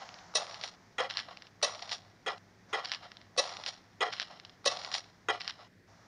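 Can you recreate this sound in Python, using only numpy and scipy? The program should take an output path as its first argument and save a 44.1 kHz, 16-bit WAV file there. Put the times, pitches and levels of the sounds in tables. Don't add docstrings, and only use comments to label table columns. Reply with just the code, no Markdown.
import sys
import numpy as np
from scipy import signal
from scipy.fft import rfft, irfft
from scipy.io import wavfile

SR = 44100
rng = np.random.default_rng(int(sys.argv[2]) if len(sys.argv) > 2 else 0)


def digitize_waveform(pressure):
    field = np.atleast_2d(pressure).T
    bounded = np.clip(field, -1, 1)
    quanta = np.round(bounded * 32767).astype(np.int16)
    wavfile.write(sys.argv[1], SR, quanta)


N = 268083

LEAD_S = .02

# start_s, landing_db, drag_db, length_s, catch_lag_s, landing_tilt_db_per_octave, knock_pitch_hz
PUSH_STROKES = [(.350, 0.5, -0.5, 0.41, 0, 2.2, 607), (1.627, 1.5, 0, 1, 0.0036, 0.35, 606),
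                (3.376, 2.5, 0.5, .6, -.001, 0.1, 566), (4.655, 2.5, 3, 0.51, -0.0015, -0.05, 580)]
PULL_STROKES = [(-.298, 3, 3, 0.73, 0, 0, 480), (.982, 3.5, 3.5, 0.51, 0.0004, 0.31, 519),
                (2.262, 1, -0.5, .12, 0, 0.3, 467), (2.729, 2, 3, 0.56, 0.00051, .31, 453),
                (4.006, 5, 3.5, .56, .004, -0.12, 467), (5.285, 5.5, 0.5, 0.39, 0.0043, -0.01, 450)]
# after_landing_s, rise_s, hold_s, fall_s, bundle_force_db, grit_force_db
PUSH_FORCES = [(.002, 0.01, 0.0033, 0.046, -20, -22.5), (0.019, .04, 0.0023, 0.026, -25, -22.5),
               (0.031, .05, .012, .25, -42, -47)]
PULL_FORCES = [(0.0005, .003, 0.0015, 0.042, -25.5, -24), (.01, 0.027, 0.012, 0.042, -28.5, -30),
               (0.036, .05, 0.032, .11, -43.5, -54)]
# pitch_hz, width_hz, level_db
PUSH_RESONANCES = [(510, 70, -5), (690, 40, -4), (850, 35, -9), (1119, 45, -1), (1215, 35, -7),
                   (1728, 20, -4), (1954, 40, -1), (2659, 45, -2), (3030, 50, -9), (3176, 25, -6),
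                   (3353, 40, -8), (3601, 25, -5), (3784, 35, -2), (3924, 70, 0), (4285, 70, -4),
                   (5071, 80, -3), (5528, 60, -5), (5695, 38, 3), (6524, 35, -7), (6971, 40, -15),
                   (8800, 400, -19)]
PULL_RESONANCES = [(520, 70, -3), (620, 60, -7), (720, 25, 0), (787, 28, 2), (1033, 35, -6), (1120, 40, -3),
                   (1216, 40, -2), (1300, 35, -3), (1372, 35, 0), (1715, 40, -3), (1911, 35, 0),
                   (1965, 35, 0), (2400, 50, -7), (2960, 40, -8), (3229, 55, -1), (3880, 45, -12),
                   (5017, 40, -15), (5313, 80, -20), (6325, 90, -20), (8350, 150, -32)]
# frequency_hz, density_db_per_hz
PUSH_CRUNCH_COLOUR = [(60, -31), (280, 18), (500, -16.5), (1100, 10), (1600, -12), (2300, 1), (3800, 17),
                      (5800, 16), (7800, -16.5), (9300, -2.5), (10400, -8.5), (11500, -37)]
PULL_CRUNCH_COLOUR = [(60, -22), (300, -27), (430, -2.5), (1300, 13.5), (2100, 6), (3400, 7.5),
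                      (4400, -28.5), (6800, -3), (7700, -29.5), (8700, -10), (11000, -45)]


def landing(strokes, phases, modes, crunch, ring_db, knock_db, crunch_db, per_s, spread_db, clump_db,
            size=8192):
    out = np.zeros(N + size)
    ground = clumps(clump_db, per_s=300)
    bundle_force, grit_force = gestures(np.arange(size) / SR - LEAD_S, phases)
    for start_s, strength_db, *_, tilt_db, knock_hz in strokes:
        start = int((start_s - LEAD_S) * SR)
        if start < 0:
            continue
        contacts = ground[start:start + size] * grit(per_s, spread_db, size=size)

        def through(force, body):
            return rms_one(signal.fftconvolve(force * contacts, body)[:size])

        def blow(force):
            return from_db(strength_db) * np.sqrt(np.mean(force ** 2))

        ringing = np.zeros(size)
        for hz, width, db in [(knock_hz, 70, knock_db), *modes]:
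            share = from_db(db + tilt_db * np.log2(hz)) * np.sqrt(width)
            ringing += share * through(bundle_force, bundle([(hz, width, 0)]))
        tilted = [(hz, db + tilt_db * np.log2(hz)) for hz, db in crunch]
        crunching = through(grit_force, response(tilted))
        stroke = blow(bundle_force) * from_db(ring_db) * rms_one(ringing)
        stroke += blow(grit_force) * from_db(crunch_db) * crunching
        out[start:start + size] += stroke
    return out[:N]


# after_landing_s, rise_s, hold_s, fall_s, dull_rub_db, bright_rasp_db
PUSH_DRAG_GESTURES = [(-.011, .004, .002, 0.012, -41.5, -50), (.033, .05, .005, .55, -41, -43.5),
                      (.115, 0.11, 0.12, 0.57, -52, -52.5), (.292, .09, .012, .17, -46.5, -38),
                      (0.344, .2, .04, 1.3, -69.5, -69)]
PULL_DRAG_GESTURES = [(0.018, 0.037, 0.0054, 0.27, -37.5, -43.5), (0.118, 0.021, 0.0089, 0.079, -54.5, -45),
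                      (.14, .08, 0.042, 0.51, -63, -51), (0.199, .1, 0.013, 0.14, -67, -45),
                      (.305, .12, 0.023, 0.23, -54.5, -59.5), (.36, 0.27, 0.12, 0.51, -71.5, -67.5)]
# frequency_hz, density_db_per_hz
RUB_COLOUR = [(100, -57.5), (330, -17.5), (500, -7), (730, 4), (870, -3), (1150, -2), (1400, -4),
              (1580, -17), (1950, -9), (2400, -16.5), (4000, -39), (9000, -75)]
RASP_COLOUR = [(300, -36.5), (900, -10), (1400, -4.5), (2000, -2.5), (2400, -7.5), (3200, 1), (3900, 3),
               (4600, 0), (5750, 0.5), (6100, -21), (7000, -10), (7700, -30.5), (9700, -24), (11000, -76.5)]


def drag(strokes, phases, modes, tilt_db, ring_db, per_s, spread_db, clump_db, twang_db, twang_t60,
         size=2048):
    rub_gain, rasp_gain = along(strokes, phases)
    ground = clumps(clump_db, per_s=220)
    contacts = rms_one(ground * grit(per_s, spread_db))
    twang = rng.standard_normal(size) * from_db(-60 * np.arange(size) / SR / twang_t60)
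    twanging = rms_one(signal.fftconvolve(contacts, twang)[:N])
    contacts = contacts + from_db(twang_db) * twanging
    tilted = [(hz, db + tilt_db * np.log2(hz / 1000)) for hz, db in RASP_COLOUR]
    ring = bundle(modes)

    def with_ring(x):
        ringing = rms_one(signal.fftconvolve(x, ring)[:N])
        return rms_one(x + from_db(ring_db) * ringing)

    rasp = with_ring(colour(contacts, tilted))
    rub = with_ring(colour(ground * grit(3000, 3.9), RUB_COLOUR))
    return rub_gain * rub + rasp_gain * rasp


# after_landing_s, peak_db, freeing_time_s
PUSH_BUMPS = [(.118, -28.5, 0.007), (.163, -31, 0.00305), (.194, -25.5, 0.0054), (.263, -25.5, 0.0062),
              (.288, -18, .012), (.389, -44, 0.0035)]
PULL_BUMPS = [(.119, -26, .006), (0.127, -24, .008), (.157, -35, .004), (.189, -17, 0.01),
              (0.208, -23.5, 0.005), (0.218, -25.5, .005), (.389, -34, 0.00185), (.44, -35, .004),
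              (.486, -41, .005)]
TUFT_LOSS_DB, TUFT_SPREAD_DB = 12.5, 5.5
CATCH_JITTER_S = 0.00037


def releases(strokes, catches, count):
    rows = []
    for start_s, _, drag_db, length_s, lag_s, *_ in strokes:
        for after_s, peak_db, lasts_s in catches:
            first_s = start_s + lag_s + after_s + CATCH_JITTER_S * rng.standard_normal()
            delays_s = lasts_s * (np.arange(count) + rng.uniform(.5, 1, count)) / count
            losses_db = TUFT_LOSS_DB + TUFT_SPREAD_DB * rng.uniform(-0.89, 1, count)
            if after_s < length_s - LEAD_S and first_s > 0:
                level_db = peak_db + drag_db
                rows += [(first_s, level_db), *zip(first_s + delays_s, level_db - losses_db)]
    return rows


# frequency_hz, density_db_per_hz
SNAP_COLOUR = [(200, -22.5), (700, -8), (1500, 0), (3000, 3.5), (4500, 5.5), (5700, 2.5), (6400, -18),
               (7600, -25.5), (10000, -45), (11500, -44)]


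def snaps(freed, ping_db, ping_width_hz, body_db, body_t60, size=512):
    clicks, ticks = np.zeros(N), np.zeros(N)
    tick = response(SNAP_COLOUR)[:size]
    for (s, db), pitch in zip(freed, rng.random(len(freed))):
        at = int(s * SR)
        ping_hz = 1500 * 3.5 ** pitch
        ping = from_db(ping_db) * bundle([(ping_hz, ping_width_hz, 0)], size=size)
        snap = tick + np.convolve(tick, ping)[:size]
        ticks[at:at + size] += from_db(db) * snap / np.max(np.abs(snap))
        clicks[at] += from_db(db)
    decay = from_db(-60 / (body_t60 * SR))
    dying = signal.lfilter([1], [1, -decay], clicks + 1e-18)
    body = np.zeros(N)
    for spectrum in (RUB_COLOUR, RASP_COLOUR):
        path = response(spectrum)
        noise = dying * rng.standard_normal(N)
        body += signal.fftconvolve(noise, path / np.linalg.norm(path))[:N]
    return ticks + from_db(body_db) * body


# frequency_hz, density_db_per_hz
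AIR_COLOUR = [(25, -19.5), (60, -7.5), (78, -13.5), (105, -11), (140, -5.5), (215, -5.5), (400, -9.5),
              (650, -16), (1100, -24.5), (1900, -13.5), (2800, -27.5), (5400, -26.5), (8000, -39.5),
              (11000, -43.5), (15500, -43)]
HISS_COLOUR = [(200, -24.5), (700, 12), (2000, 3), (2800, -7), (5800, 0), (7000, -9), (8000, -26.5),
               (11000, -40)]
# start_s, rise_s, hold_s, fall_s, level_db
SWELLS = [(0, .01, .02, 3.2, -52.5), (2.694, .05, .03, .15, -58.5), (5.88, .03, .2, .3, -63.5)]
AIR_DB, HISS_DB, HUM_DB = -64.5, -68, -67
HUM_HZ = 103.4
HISS_PAUSE_S = (5.68, 6.6)


def background():
    t = np.arange(N) / SR
    air = from_db(AIR_DB) * colour(rng.standard_normal(N), AIR_COLOUR)
    steady = from_db(HISS_DB) * ((t < HISS_PAUSE_S[0]) | (t > HISS_PAUSE_S[1]))
    swells, = gestures(t, SWELLS)
    hiss = np.hypot(steady, swells) * colour(rng.standard_normal(N), HISS_COLOUR)
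    resonances = bundle([(HUM_HZ, 10, 0), (178, 16, -5)])
    hum = rms_one(signal.fftconvolve(rng.standard_normal(N), resonances)[:N])
    return air + hiss + from_db(HUM_DB) * hum


def from_db(db):
    return 10 ** (np.asarray(db) / 20)


def rms_one(x):
    return x / np.sqrt(np.mean(x ** 2) + 1e-20)


def response(spectrum, size=4096):
    hz, db = np.transpose(spectrum)
    grid = np.maximum(np.fft.rfftfreq(size, 1 / SR), 1)
    gain = from_db(np.interp(np.log(grid), np.log(hz), db))
    cepstrum = irfft(np.log(gain))
    cepstrum[1:size // 2] *= 2
    cepstrum[size // 2 + 1:] = 0
    return irfft(np.exp(rfft(cepstrum)))


def colour(x, spectrum):
    return rms_one(signal.fftconvolve(x, response(spectrum))[:N])


def grit(per_s, spread_db, size=N):
    scatter = np.clip(rng.standard_normal(size), -2, 2)
    sizes = from_db(spread_db * scatter) * rng.choice([-1, 1], size)
    return rms_one(sizes * (rng.random(size) < per_s / SR))


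def bundle(modes, size=8192):
    t = np.arange(size) / SR
    ring = np.zeros(size)
    for hz, width, db in modes:
        envelope = (1 - np.exp(-hz * t / 2)) * np.exp(-np.pi * width * t)
        ring += from_db(db) * width * envelope * np.cos(2 * np.pi * hz * t)
    return ring / np.sqrt(np.sum(ring ** 2))


def clumps(depth_db, per_s):
    t = np.arange(N) / SR
    bumps = np.clip(rng.standard_normal(N // 20), -2, 2)
    return rms_one(from_db(depth_db * np.interp(t * per_s, np.arange(len(bumps)), bumps)))


def gestures(t, rows):
    power = 0
    for at, rise, hold, fall, *levels_db in rows:
        away = np.maximum((at - t) / rise, (t - at - hold) / fall)
        shape_db = -60 * np.clip(away, 0, 2)
        power = power + from_db(np.add.outer(levels_db, shape_db)) ** 2
    return np.sqrt(power)


def along(strokes, rows):
    t = np.arange(N) / SR
    gains = np.zeros((2, N))
    for start_s, _, drag_db, length_s, *_ in strokes:
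        on = (t > start_s - LEAD_S) & (t < start_s + length_s)
        gains[:, on] += from_db(drag_db) * gestures(t[on] - start_s, rows)
    return gains


def low_pass(x, hz):
    return signal.sosfilt(signal.ellip(10, .1, 80, hz, fs=SR, output="sos"), x + 1e-18)


def scene():
    push = landing(PUSH_STROKES, PUSH_FORCES, PUSH_RESONANCES, PUSH_CRUNCH_COLOUR, ring_db=-3.5,
                   knock_db=4.5, crunch_db=-7.0, per_s=5000, spread_db=-0.5, clump_db=4)
    pull = landing(PULL_STROKES, PULL_FORCES, PULL_RESONANCES, PULL_CRUNCH_COLOUR, ring_db=-4.0,
                   knock_db=-2.5, crunch_db=-13.0, per_s=2500, spread_db=3.5, clump_db=3.0)
    push += drag(PUSH_STROKES, PUSH_DRAG_GESTURES, PUSH_RESONANCES, tilt_db=1.0, ring_db=-26,
                 per_s=1800, spread_db=3.0, clump_db=4.5, twang_db=-6, twang_t60=0.12)
    pull += drag(PULL_STROKES, PULL_DRAG_GESTURES, PULL_RESONANCES, tilt_db=-3.0, ring_db=-14,
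                 per_s=1800, spread_db=2.5, clump_db=4, twang_db=-2.5, twang_t60=0.08)
    push_freed = releases(PUSH_STROKES, PUSH_BUMPS, count=3)
    pull_freed = releases(PULL_STROKES, PULL_BUMPS, count=2)
    push += snaps(push_freed, ping_db=-19, ping_width_hz=450, body_db=-19, body_t60=0.0098)
    pull += snaps(pull_freed, ping_db=-11.5, ping_width_hz=730, body_db=-26, body_t60=0.0077)
    high_pass = signal.butter(3, 340, "high", fs=SR, output="sos")
    broom = signal.sosfilt(high_pass, push + pull + 1e-18)
    mono = low_pass(broom, 10400) + background()
    return np.array([mono, mono])


def record(dry):
    return low_pass(dry, 15500)


dry = scene()
out = record(dry)
digitize_waveform(out)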